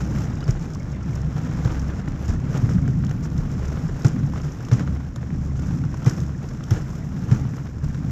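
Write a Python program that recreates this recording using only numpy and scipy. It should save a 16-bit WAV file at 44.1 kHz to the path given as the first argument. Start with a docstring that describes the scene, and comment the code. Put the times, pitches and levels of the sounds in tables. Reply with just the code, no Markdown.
"""Wooden sled on packed snow

A snowy trail, heard close up by the microphone of a small camera fixed to the sled. Uneven ground shakes
the frame's low modes; the runners hiss and crush crystals, noise carried by the wood and by the air.
Bumps slam the bed with damped sines, loose joints tick and rattle as short pings, cold snow squeaks and
powder hisses past. Resonances of the housing and its port colour the treble."""
import sys
import numpy as np
from scipy import signal
from scipy.fft import rfft, irfft, next_fast_len
from scipy.io import wavfile
from scipy.ndimage import uniform_filter1d, map_coordinates

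SR = 44100
rng = np.random.default_rng(int(sys.argv[2]) if len(sys.argv) > 2 else 0)


def transcribe(signal):
    """Save signal, clipped to [-1, 1], as a 16-bit WAV file at the path in sys.argv[1]."""
    frames = np.atleast_2d(signal).T
    limited = np.clip(frames, -1, 1)
    pcm = np.round(limited * 32767).astype(np.int16)
    wavfile.write(sys.argv[1], SR, pcm)


N = 357651


def amp(db):
    """dB to gain."""
    return 10 ** (np.asarray(db) / 20)


def unit(x):
    """x at rms 1."""
    return x / np.sqrt(np.mean(x ** 2) + 1e-20)


def noise():
    """White noise over the whole ride."""
    return rng.standard_normal(N)


def wobble(rate):
    """A smooth random curve, rate knots a second."""
    knots = rng.standard_normal(int(N * rate / SR) + 4)
    return map_coordinates(knots, [np.arange(N) * rate / SR])


def curves(rows):
    """One value per sample for each column after the time."""
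    s, *columns = np.transpose(rows)
    return [np.interp(np.arange(N) / SR, s, column) for column in columns]


def add(track, s, sound):
    """Mixes sound into track at s seconds."""
    part = track[max(round(s * SR), 0):][:len(sound)]
    part += sound[:len(part)]


def filtered(x, response):
    """x times a complex response of frequency."""
    m = next_fast_len(N + SR // 2)
    return irfft(rfft(x, m) * response(np.fft.rfftfreq(m, 1 / SR)), m)[..., :N]


def mode(f, hz, width):
    """Response of one causal resonance, with gain 1 at its centre hz."""
    return 1j * f * width / (hz * hz - f * f + 1j * f * width)


def coloured(x, points):
    """x through a causal filter with the (Hz, dB) shape and energy 1."""
    f, db = np.transpose(points)
    log_hz = np.log(np.fft.rfftfreq(4096, 1 / SR) + 1)
    gain = np.maximum(amp(np.interp(log_hz, np.log(f + 1), db)), 1e-5)
    # folding the cepstrum onto positive times gives minimum phase
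    cepstrum = irfft(np.log(gain))
    cepstrum[1:2048] *= 2
    cepstrum[2049:] = 0
    impulse = irfft(np.exp(rfft(cepstrum)))
    return signal.fftconvolve(x, impulse / np.linalg.norm(impulse))[:N]


def crackle(rate, spread_db, t60):
    """Envelope of rms 1: random short bursts of uneven size, each dying fast (rate per s, t60 in s)."""
    chance, size = rng.random((2, N))
    starts = (chance < rate / SR) * amp(-spread_db * np.log(size + 0.0081))
    t = np.arange(SR // 20) / SR
    burst = amp(-60 * t / t60) * (1 - np.exp(-t / 0.00087))
    return unit(signal.fftconvolve(starts, burst)[:N])


def steadied(x, share):
    """Friction damps wide swings more than small ones: part of the slow level wander is taken out."""
    power = np.abs(uniform_filter1d(x * x, SR // 12))
    return unit(x / (power + 1e-3) ** (share / 2))


def ping(hz, cycles):
    """A small contact: a damped sine with a soft start, peaking after the given cycles."""
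    u = np.arange(SR // 40) / SR * hz / cycles
    return u * np.exp(1 - u) * np.sin(2 * np.pi * cycles * u)


# Roughness of the trail under the sled. Each row: time in seconds, then the base levels in dB of
# bed rumble, scrape and snow hiss, which each layer offsets and varies.
RIDE = [(0.0, -26.5, -36, -51.5), (0.92, -30, -40, -57), (1.6, -27, -36.5, -53.5), (2.26, -31, -39.5, -57),
        (2.55, -27, -35.5, -53), (2.78, -22.5, -39, -54.5), (3.21, -27.5, -42.5, -60.5),
        (3.61, -26.5, -37, -52), (3.81, -32, -37, -54), (4.22, -26, -41.5, -57), (4.52, -33, -42.5, -58),
        (4.81, -28, -40, -56.5), (5.1, -34, -44.5, -61), (5.67, -26.5, -40, -54), (6.19, -28.5, -41, -55.5),
        (6.46, -32.5, -42.5, -57), (6.78, -31.5, -41, -55), (7.43, -30.5, -40.5, -56.5),
        (7.72, -35, -44, -58.5), (8.11, -26, -42.5, -58)]
# Runners' bending mode, swelling and fading with the load. 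Each row: time in seconds, level in dB.
FLEX = [(0.0, -29), (0.09, -26), (0.29, -36.5), (1.35, -28.5), (1.47, -44), (1.67, -23), (1.72, -31),
        (1.92, -25.5), (2.03, -39), (2.33, -28), (2.62, -34.5), (2.78, -21.5), (2.91, -36.5), (3.7, -27),
        (3.86, -38), (4.36, -28), (4.54, -46), (4.95, -28), (5.15, -39), (5.47, -28), (5.99, -31),
        (6.08, -42), (6.28, -27), (6.37, -38.5), (8.09, -34.5), (8.11, -42)]
# Pitch of that bending, before its random drift. Each row: time in seconds, pitch in Hz.
FLEX_PITCH = [(0, 65), (1.2, 67), (2, 66.5), (2.35, 71), (2.7, 68), (3.7, 69), (4.6, 71), (8.11, 71)]
# Low modes of the bed. Each row: centre in Hz, width in Hz, relative level in dB.
BED_MODES = [(94.3, 41.6, -7), (139.9, 31.9, 0.5), (165.2, 38.6, -1.5), (200.9, 50.5, -7.5),
             (260.8, 32, -12), (347, 88, -29)]


def frame():
    """The uneven trail drives the runners' bending, the bed's low modes and a heave of the whole sled."""
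    bed_db = curves(RIDE)[0]
    (hz,), (flex_db,) = curves(FLEX_PITCH), curves(FLEX)
    phase = 2 * np.pi * np.cumsum(hz + 1.68 * wobble(9.1)) / SR
    flex = unit(amp(1.9 * wobble(8) + 1.5 * wobble(13)) * np.sin(phase))

    def bed_response(f):
        """The modes in parallel with alternating signs, through one broad resonance."""
        modes = sum((-1) ** k * amp(db) * mode(f, centre, width)
                    for k, (centre, width, db) in enumerate(BED_MODES))
        return modes * mode(f, 149, 390)

    bed = steadied(unit(filtered(noise(), bed_response)), share=0.23)
    lumps = unit(amp(1.64 * wobble(6) + 0.54 * wobble(16)) * bed)
    heave = unit(filtered(noise(), lambda f: mode(f, 38, 47) ** 2))  # the whole sled on the snow
    heave_db = 0.57 * bed_db - 20.5 + 2.5 * wobble(9.8)
    return amp(flex_db) * flex + amp(bed_db + 3.0) * lumps + amp(heave_db) * heave


# Fine powder thrown past the camera. 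Each row: time in seconds, level in dB before the flicker.
SPRAY = [(0.0, -68), (0.34, -73.5), (0.99, -76), (1.4, -72), (2.21, -74.5), (2.66, -69.5), (3.18, -74.5),
         (3.57, -69.5), (5.28, -78), (5.47, -74), (6.14, -72), (6.57, -77), (6.82, -69.5), (7.52, -72),
         (7.68, -75), (8.11, -77)]


def spray(flicker):
    """Powder hiss excites the port's top resonance."""
    level = amp(curves(SPRAY)[0]) * flicker
    return level * unit(filtered(noise(), lambda f: mode(f, 12040, 2500) ** 2))


# Scrape carried to the microphone by the frame. Each row: frequency in Hz, relative density in dB per Hz.
WOOD = [(180, -27), (300, 2.5), (399, -6), (463, -4.5), (569, -10.5), (792, -12), (908, -15), (1390, -13),
        (2240, -22.5), (4150, -31), (4600, -35), (5980, -51.5), (10100, -120)]
# Hiss through the microphone port. Each row: frequency in Hz, relative density in dB per Hz.
HOUSING = [(2470, -33), (4200, -12.5), (4530, -6), (5370, 4.5), (5690, 3.5), (7270, 0), (8950, -24),
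           (9960, -23), (12100, -18.5), (14200, -24.5), (15000, -31)]
# Scuffs, a runner skids over crust. Each row: start in seconds, hiss level in dB, scrape level in dB,
# length in seconds.
SCUFFS = [(0.0, -57, -44, 0.025), (1.944, -58.5, -50, 0.07), (2.536, -56, -42, .05),
          (2.69, -52.5, -41, .04), (3.223, -47.5, -47, .045), (4.335, -59, -46.5, 0.07),
          (4.776, -61, -42, 0.069), (5.55, -58.5, -53, 0.042), (6.753, -54, -45, 0.046)]
CRUNCH_T60_S, CRUNCH_AIR_DB = 0.2, -12.5  # the crunch dies away; its airborne share
TICK_RISE_S, CREST_DB = 0.0013, 9.5  # rise of a tick; peak of its noise over the rms
JAR_DB, JAR_T60_S = -9.5, 0.039  # the jolt that a rattle passes to the runners, relative to the rattle


def contact():
    """White excitation at the runners: one share travels through the wood, one through the air."""
    _, scrape_db, hiss_db = curves(RIDE)
    grit = crackle(rate=120, spread_db=-2.5, t60=0.0093)  # crystals breaking, common to both paths
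    surge = wobble(11)
    wood_grain = unit(1 + 0.26 * grit + 0.33 * crackle(rate=60, spread_db=4, t60=0.023))
    air_grain = unit(1 + 0.39 * grit + 0.36 * crackle(rate=110, spread_db=7, t60=0.022))
    wood = amp(scrape_db + 1.3 * surge - 1.9) * wood_grain
    air = amp(hiss_db + 1.64 * surge + 0.17) * air_grain
    ragged = unit(1 + 0.44 * crackle(rate=63, spread_db=6.5, t60=0.02))
    t = np.arange(SR // 4) / SR
    for s, *_, crunch_db in BUMPS:  # the crust gives way in bits under the slam
        puff = amp(crunch_db - 60 * t / CRUNCH_T60_S) * (1 - np.exp(-t / 0.0053))
        puff = puff * np.resize(ragged[round(s * SR):], len(t))
        add(wood, s - 0.004, puff)
        add(air, s - 0.004, amp(CRUNCH_AIR_DB) * puff)
    for s, scuff_hiss_db, scuff_scrape_db, length in SCUFFS:
        skid = np.sin(np.pi * np.clip(t / length, 0, 1))
        skid = skid * np.resize(ragged[round(s * SR):], len(t))
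        add(air, s, amp(scuff_hiss_db) * skid)
        add(wood, s, amp(scuff_scrape_db) * skid)
    u = t / TICK_RISE_S
    for s, treble_db, *_ in TICKS:
        add(air, s, amp(treble_db - CREST_DB) * u * np.exp(1 - u))
    for s, db, _ in RATTLES:  # each rattle also jars the runners on the snow
        add(wood, s, amp(db + JAR_DB - 60 * t / JAR_T60_S))
    powder = spray(amp(3.2 * surge) * unit(1 + 0.74 * grit))
    return powder + coloured(wood * noise(), WOOD) + coloured(air * noise(), HOUSING)


# Slats and joints rattling. Each row: start in seconds, level in dB, ring in Hz.
RATTLES = [(0.176, -30, 1430), (0.295, -39, 1220), (0.427, -33, 1420), (0.479, -28.5, 1270),
           (1.3647, -32, 1260), (1.3827, -38, 1200), (1.4402, -35, 1310), (1.6495, -30, 1010),
           (1.7464, -35, 1700), (1.8998, -29.5, 1540), (2.077, -29.5, 1330), (2.5467, -28, 1270),
           (2.5674, -27, 1520), (2.6914, -26.5, 1420), (2.7829, -30.5, 1420), (2.8393, -36, 950),
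           (2.8785, -27, 1430), (3.038, -28, 1364), (3.0956, -36, 1700), (3.1124, -27.5, 1420),
           (3.255, -31.5, 1270), (3.647, -35, 1440), (4.0487, -40, 1362), (4.1633, -33, 1680),
           (4.2762, -38, 1310), (4.3356, -29, 950), (4.359, -27, 1220), (4.377, -33, 1070),
           (4.3997, -31, 1140), (4.4807, -35, 1170), (4.6059, -33, 1260), (4.685, -33, 1080),
           (4.7147, -28, 1330), (4.796, -25, 1470), (4.8761, -27.5, 1310), (4.961, -40, 1440),
           (5.004, -34, 1050), (5.1614, -29.5, 1140), (5.2297, -32.5, 1570), (5.3045, -33.5, 1780),
           (5.8381, -34, 1340), (5.9418, -29, 980), (6.052, -31, 1117), (6.062, -29, 1230),
           (6.293, -34, 1080), (6.608, -33, 1210), (6.709, -29.5, 1290), (6.763, -30, 1500),
           (6.811, -36, 1540), (6.874, -43, 1500), (7.2284, -37.5, 1540), (7.2865, -38, 988),
           (7.314, -28.5, 1850), (7.4516, -35, 988), (7.537, -33, 1720), (7.583, -34, 1150),
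           (7.6579, -34.5, 1080), (7.842, -37.5, 1500), (7.8773, -41, 1560), (7.9028, -38, 1580),
           (7.9457, -34, 1410), (8.042, -36, 1160)]
# Brittle ticks of ice crust and fittings. Each row: start in seconds, treble noise peak in dB,
# body level in dB, snap level in dB.
TICKS = [(0.4063, -42, -41, -70), (0.4403, -40, -49, -65), (0.4787, -33, -47, -57), (0.507, -25, -52, -51),
         (0.7022, -41, -54, -69), (0.7343, -36, -49, -69), (0.7475, -30.5, -46, -65),
         (1.2162, -40.5, -53, -63), (1.648, -33, -35, -60), (2.0846, -37, -51, -68),
         (2.2554, -36, -47, -61), (2.28, -37.5, -48, -61), (2.8773, -35.5, -54, -65),
         (3.047, -34.5, -47, -64), (3.066, -38, -39, -65), (3.093, -39, -41, -61), (3.1102, -34, -38, -63),
         (3.3003, -45, -52, -69), (3.3788, -36, -44, -65), (3.515, -38, -54, -57), (3.654, -39, -50, -55),
         (4.0197, -38, -48, -65), (4.0321, -37, -52, -61), (4.0459, -32.5, -39, -58),
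         (4.0662, -25.5, -39, -52), (4.0818, -27.5, -43, -57), (4.4159, -38, -53, -64),
         (4.519, -39, -53, -72), (4.6496, -34.5, -41, -65), (4.6851, -39, -42, -61),
         (4.7146, -33, -34, -58), (4.7335, -29.5, -41, -56), (4.7945, -32.5, -36, -63),
         (5.16, -33.5, -37, -48), (5.942, -38, -44, -63), (6.025, -41, -53, -62), (6.0453, -36, -42, -60),
         (6.06, -29, -38, -53), (6.095, -22.5, -42, -48), (6.2027, -35, -40, -66), (6.488, -38, -52, -71),
         (6.6378, -32, -37, -60), (6.7072, -24.5, -33, -36), (7.314, -37.5, -52, -65),
         (7.842, -37, -53, -52), (7.9456, -41, -41, -74)]
# Short squeaks of cold snow. Each row: start in seconds, level in dB, pitch in Hz, cycles to the peak.
SQUEAKS = [(0.304, -43, 1250, 4.3), (.405, -44, 4850, 12), (.408, -48, 3850, 7), (.427, -45, 2980, 9),
           (.427, -40, 1390, 5.8), (.439, -43, 5180, 14), (.456, -48, 4660, 10)]


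def joints():
    """Rattles, ticks and squeaks ring briefly; many random pings follow the roughness of the trail."""
    out = np.zeros(N)
    for s, db, hz in RATTLES:
        lower = ping(hz * rng.uniform(0.47, 0.6), cycles=0.37)
        add(out, s, amp(db) * (ping(hz, cycles=0.75) + 0.7 * lower))
    for s, _, body_db, snap_db in TICKS:
        add(out, s, amp(body_db) * ping(rng.uniform(2500, 3900), cycles=1.4))
        add(out, s, amp(snap_db) * ping(rng.uniform(11000, 13500), cycles=3.5))
    for s, db, hz, cycles in SQUEAKS:
        add(out, s, amp(db) * ping(hz, cycles))
    scrape_db = curves(RIDE)[1]
    for when, pitch, life, size in rng.random((2600, 4)):
        hz = 500 * (2300 / 500) ** pitch
        grain = ping(hz, cycles=0.65 + 4.0 * life ** 5)  # most crack, a few squeak
        grain_db = scrape_db[int(when * N)] - 10.0 - 2.05 * np.log(size + 0.025)
        add(out, when * N / SR, amp(grain_db) * grain)
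    return out


# Bumps under the bed. Each row: time in seconds, slam level in dB, slam pitch in Hz,
# swing time in milliseconds, sway level in dB, crunch level in dB.
BUMPS = [(0.151, -16.5, 181, 5.7, -51, -53), (0.485, -5.5, 124, 7.5, -19, -34),
         (1.65, -8, 117, 8.1, -26, -42), (2.074, -16, 129, 7, -28, -54), (2.283, -13, 84.5, 9.8, -20, -32),
         (2.62, -9, 113.4, 19, -36, -65), (2.743, -9.5, 185, 11.6, -35, -66),
         (2.881, -10.5, 146.5, 8.9, -49, -55), (2.97, -13, 175, 8, -45, -68),
         (3.381, -14, 119, 7.5, -22, -50), (3.523, -16, 129, 8.6, -42, -56),
         (3.834, -13.5, 165, 9.4, -30, -59), (4.049, -1.5, 129.7, 7.1, -32, -27),
         (4.434, -14.5, 143.3, 18.5, -44, -40), (4.718, -3.5, 118, 11, -35, -27.5),
         (5.327, -14, 130.5, 7.8, -28, -49), (6.064, -3, 127.6, 9.1, -37, -25.5),
         (6.184, -10, 117.4, 7.6, -51, -65), (6.71, -5, 109, 9.8, -26, -30.5),
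         (7.315, -2, 125, 8.1, -29, -30.5), (7.829, -13, 142.3, 8.4, -24, -44)]
# Bed overtones, before a random spread. Each row: pitch in Hz, level in dB relative to the slam,
# 60 dB decay in seconds.
SLATS = [(199.5, -9, 0.11), (273.6, -18.5, 0.14), (365.6, -20.5, 0.095), (590, -36.5, 0.084),
         (870, -37, 0.036)]


def bumps():
    """A soft blow: the bed swings up and is damped by its load, slats ring and the whole sled sways."""
    out, t = np.zeros(N), np.arange(SR // 4) / SR
    for s, db, hz, swing_ms, sway_db, _ in BUMPS:
        u = 1000 * t / swing_ms
        slam = np.tanh(u) * np.exp(-u ** 3 / 20) * np.sin(2 * np.pi * hz * t)
        slats = np.zeros(len(t))
        for slat_hz, level_db, t60 in SLATS:
            decay = amp(level_db + rng.normal(0, 1.2) - 60 * t / t60)
            slats += decay * np.sin(2 * np.pi * slat_hz * rng.normal(1, 0.024) * t)
        v = t / 0.032
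        sway = v * np.exp(1 - v) * np.sin(2 * np.pi * 36 * t)
        blow = slam + slats * (1 - np.exp(-t / 0.014))
        add(out, s - 0.002, amp(db) * blow + amp(sway_db) * sway)
    return out


def scene():
    """Everything reaches one microphone."""
    return (frame() + contact() + joints() + bumps())[None]


TOP_HZ = 15250  # band limit


def record(dry):
    """The camera rolls off the lowest bass below 25 Hz and keeps nothing above its band limit."""
    return filtered(dry, lambda hz: (hz < TOP_HZ) * 1j * hz / (25 + 1j * hz))


dry = scene()
out = record(dry)
transcribe(out)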